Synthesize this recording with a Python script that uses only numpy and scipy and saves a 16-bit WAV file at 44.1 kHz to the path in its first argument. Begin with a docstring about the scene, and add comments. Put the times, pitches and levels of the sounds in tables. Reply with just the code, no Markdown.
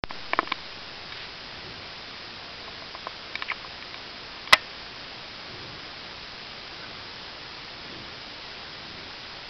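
"""A sharp pop as a small hand-held camera wakes, then its own hiss, which nearly covers a still field.
The hiss dips once for each half-picture the camera scans, which gives it a faint buzz,
and a thin electronic whine rides on it. Light air rumbles now and then. Fingers make the
plastic case tick and creak, and once a catch snaps hard enough to overload the input."""
import sys
import numpy as np
from scipy import signal
from scipy.fft import rfft, irfft, next_fast_len
from scipy.io import wavfile

SR = 44100
rng = np.random.default_rng(int(sys.argv[2]) if len(sys.argv) > 2 else 0)


def put_to_file(sound):
    """Save the sound as 16-bit audio at rate SR, in the file named by the first command-line argument."""
    columns = np.atleast_2d(sound).T  # one column per channel
    safe = np.clip(columns, -1, 1)
    whole_steps = np.round(safe * 32767)
    wavfile.write(sys.argv[1], SR, whole_steps.astype(np.int16))


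N = 418509
T = np.arange(N) / SR


def amp(db):
    """Turn decibels into a gain to multiply by."""
    return 10 ** (np.asarray(db) / 20)


def tone_curve(points, hz):
    """Gain at hz, read from a curve through (pitch_hz, level_db) points."""
    pitch_hz, level_db = np.transpose(points)
    return amp(np.interp(np.log(hz + 1), np.log(pitch_hz + 1), level_db))


def band(hz, centre_hz, octaves):
    """Gain that is flat around a centre pitch and falls away on both sides."""
    return 1 / np.sqrt(1 + (np.log2((hz + 1) / centre_hz) / octaves) ** 6)


def filtered(sound, gain_at):
    """Turn each frequency of a sound up or down by gain_at(hz)."""
    size = next_fast_len(len(sound) + SR // 10)
    gains = gain_at(np.fft.rfftfreq(size, 1 / SR))
    return irfft(rfft(sound, size) * gains, size)[:len(sound)]


def noise(gain_at, size):
    """Noise shaped by gain_at(hz), with an average (rms) level of 1."""
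    shaped = filtered(rng.standard_normal(size), gain_at)
    return shaped / np.sqrt(np.mean(shaped ** 2) + 1e-20)


def fade(t, fade_s):
    """Die away by 60 dB every fade_s seconds."""
    return np.exp(-np.log(1000) * t / fade_s)


def add(track, start_s, sound):
    """Mix a sound into the track at start_s."""
    part = track[round(start_s * SR):][:len(sound)]
    part += sound[:len(part)]


def air(calm_db=-58.5, rise_s=0.16, fall_s=0.2, start_s=0.04):
    """Puffs of air reach the microphone as soft, low swells over a steady drift."""
    # the puffs: peak_s, level_db
    puffs = [(1.72, -48), (5.62, -45), (6.92, -51.5), (7.97, -46), (8.93, -49)]
    # the tone of the rumble: pitch_hz, level_db
    rumble_tone = [(20, -14.5), (55, -9), (85, -3.5), (145, -3.5), (230, -11), (370, -5.5), (480, -19),
                   (1500, -20), (4000, -47.5)]
    power = amp(calm_db) ** 2
    for peak_s, level_db in puffs:
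        width_s = np.where(T < peak_s, rise_s, fall_s)
        swell = amp(level_db) * np.exp(-((T - peak_s) / width_s) ** 2)
        power = power + swell ** 2
    rumble = noise(lambda hz: tone_curve(rumble_tone, hz), N)
    return np.sqrt(power) * rumble * (T > start_s)


def camera_hiss(level_db=-38.5, scan_hz=59.94, dip_share=0.085, dip_db=-11, waking_db=-11):
    """The circuits hiss and whine; the hiss dips briefly between scans, so it buzzes."""
    # the tone of the hiss: pitch_hz, level_db
    hiss_tone = [(20, 1), (150, 0), (600, 0.5), (1500, 0.7), (3000, 0.3), (5000, 0.5), (8000, 0)]
    # steady whistles of the electronics: pitch_hz, level_db
    whistles = [(701, -67), (5012, -55), (6014, -58)]
    top_hz = hiss_tone[-1][0]
    hiss = noise(lambda hz: tone_curve(hiss_tone, hz) * (hz < top_hz), N)
    dips = np.where(T * scan_hz % 1 < dip_share, amp(dip_db), 1)
    whine = sum(np.sqrt(2) * amp(db) * np.sin(2 * np.pi * hz * T) for hz, db in whistles)
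    # the input wakes in two steps
    waking = np.interp(T, [0.038, 0.04, 0.093, 0.097], [0, amp(waking_db), amp(waking_db), 1])
    return (amp(level_db) * dips * hiss + whine) * waking


def power_pop(start_s=0.0382):
    """The microphone's power comes on with one sharp push, swings below zero and creeps back."""
    track = np.zeros(N)
    push = amp(-3) * fade(T, fade_s=0.00091)
    swing = amp(-26) * fade(T, fade_s=0.034)
    sag = amp(-36) * fade(T, fade_s=3.1)
    add(track, start_s, push + swing - sag)
    return track


def finger_rubs():
    """A fingertip drags on the case in short scuffs; those with a narrow pitch range squeak."""
    # the scuffs: start_s, length_s, level_db, pitch_hz, width_octaves
    scuffs = [(1.117, .17, -42.5, 2500, .7), (3.482, .014, -34, 2300, 0.46),
              (3.499, 0.0091, -24.5, 2270, 0.18), (3.508, 0.011, -30, 1600, 0.83),
              (6.815, 0.045, -44, 1480, .12)]
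    track = np.zeros(N)
    for start_s, length_s, level_db, pitch_hz, octaves in scuffs:
        stroke = signal.windows.tukey(int(length_s * SR))  # fade in, hold, fade out
        friction = noise(lambda hz: band(hz, pitch_hz, octaves), len(stroke))
        add(track, start_s, amp(level_db) * stroke * friction)
    return track


def case_ticks(grit=0.35, attack_s=0.0004, scatter_db=3.0, knock_hz=325, knock_db=-28):
    """Each slip of a seam rings the case's notes near its own pitch, with grit and a dull knock."""
    # slips under the fingers: start_s, level_db, pitch_hz, fade_s
    slips = [(0.108, -18.5, 900, 0.012), (0.3335, -5, 1050, 0.016), (0.389, -3, 940, 0.029),
             (0.430, -21, 400, 0.014), (0.4735, -22, 1600, .027), (0.5173, -18.5, 1150, 0.021),
             (0.521, -6.5, 2180, 0.018), (1.122, -22.5, 2600, 0.04), (2.679, -29.5, 726, 0.044),
             (2.821, -30.5, 700, 0.034), (2.950, -24, 780, 0.037), (3.069, -17.5, 830, .034),
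             (3.3545, -12.5, 3950, 0.021), (3.4224, -13, 2050, 0.028), (3.5171, -15, 1600, 0.032),
             (3.646, -29, 1150, .03), (3.825, -26, 2100, .03), (3.943, -22.5, 2300, .02),
             (4.4747, -23, 2200, .018), (4.526, -4, 2300, 0.031)]
    # the notes the case rings at: pitch_hz, level_db, fade_ratio (times the slip's fade_s)
    case_notes = [(325, -9, 2.1), (670, -11, 1.5), (1043, -1.5, 0.97), (1268, -10.5, 0.96),
                  (1748, -5, 0.87), (2296, -4, 0.991), (2840, -12.5, 0.76), (3200, -11.5, 0.6),
                  (3785, -8.5, 0.68), (5175, -7, 0.4)]
    # a harder slip sets more of the case ringing: level_db, width_octaves
    slip_widths = [(-28, 0.42), (-21, 1)]
    track, t = np.zeros(N), np.arange(SR // 10) / SR
    note_hz, note_db, fade_ratio = np.transpose(case_notes)[:, :, None]
    signs = (-1) ** np.arange(len(case_notes))[:, None]  # neighbouring notes swing opposite ways
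    notes = signs * np.sin(2 * np.pi * note_hz * t)
    knock = amp(knock_db) * np.sin(2 * np.pi * knock_hz * t) * fade(t, fade_s=0.04)
    for start_s, level_db, pitch_hz, fade_s in slips:
        octaves = np.interp(level_db, *np.transpose(slip_widths))
        varied_db = note_db + scatter_db * rng.standard_normal(note_hz.shape)
        strength = amp(varied_db) * band(note_hz, pitch_hz, octaves)
        ring = np.sum(strength * notes * fade(t, fade_s * fade_ratio), axis=0)
        crunch = noise(lambda hz: band(hz, pitch_hz, octaves), len(t)) * fade(t, fade_s)
        tick = (ring + grit * np.linalg.norm(strength) * crunch) * (1 - np.exp(-t / attack_s))
        add(track, start_s, amp(level_db) * (tick / np.abs(tick).max() + knock))
    return track


def catch_snap(attack_s=0.000384, thud_hz=400, rattle_hz=1400):
    """A catch snaps shut and bounces; each hit rings it, with a crack, a thud and a case rattle."""
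    # the hit and its bounce: start_s, gain_db, pitch_hz, width_octaves
    hits = [(4.5315, 6, 1800, 1.18), (4.5346, 4, 4400, 0.89)]
    # the notes the catch rings at: pitch_hz, level_db, fade_s
    catch_notes = [(628, -14.5, 0.063), (730, -35.5, .15), (836, -19, 0.048), (894, -27.5, .06),
                   (1036, -13, 0.027), (1330, -13, 0.032), (1478, -14, 0.027), (1820, -28.5, 0.19),
                   (2017, -4.5, 0.028), (2110, -24.5, .09), (2355, -20, .06), (2525, -13.5, 0.028),
                   (2837, -27, .07), (3314, -11, 0.021), (3686, -7.5, .02), (4720, -13.5, 0.011),
                   (4990, -8.5, 0.021), (5580, -3.5, 0.013)]
    track, t = np.zeros(N), np.arange(SR // 4) / SR
    onset = 1 - np.exp(-t / attack_s)
    for start_s, gain_db, pitch_hz, octaves in hits:
        hit_tone = lambda hz: band(hz, pitch_hz, octaves)
        ring = sum(amp(level_db) * hit_tone(hz) * np.sin(2 * np.pi * hz * t) * fade(t, fade_s)
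                   for hz, level_db, fade_s in catch_notes)
        crack = amp(-10) * noise(hit_tone, len(t)) * fade(t, fade_s=0.019)
        thud = amp(-27) * noise(lambda hz: band(hz, thud_hz, 1.3), len(t)) * fade(t, fade_s=0.033)
        rattle = amp(-31) * noise(lambda hz: band(hz, rattle_hz, 1.2), len(t)) * fade(t, fade_s=0.13)
        add(track, start_s, amp(gain_db) * (ring + crack + thud + rattle) * onset)
    return track


def scene():
    """Everything reaches the one microphone with no echo."""
    return (camera_hiss() + air() + case_ticks() + finger_rubs() + catch_snap() + power_pop())[None]


def record(dry, ceiling_db=-2.0, top_hz=15500):
    """The input cuts the high treble; only overload, which flattens the peaks, adds higher sound."""
    # what the input lets through: pitch_hz, gain_db
    input_tone = [(4900, 0), (5200, -1.5), (5500, -7.5), (5800, -15), (6100, -26.5), (6400, -57.5),
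                  (7000, -91)]
    muffled = filtered(dry[0], lambda hz: tone_curve(input_tone, hz))
    flattened = np.clip(muffled, -amp(ceiling_db), amp(ceiling_db))
    return filtered(flattened, lambda hz: 1 / np.sqrt(1 + (hz / top_hz) ** 100))[None]


dry = scene()
out = record(dry)
put_to_file(out)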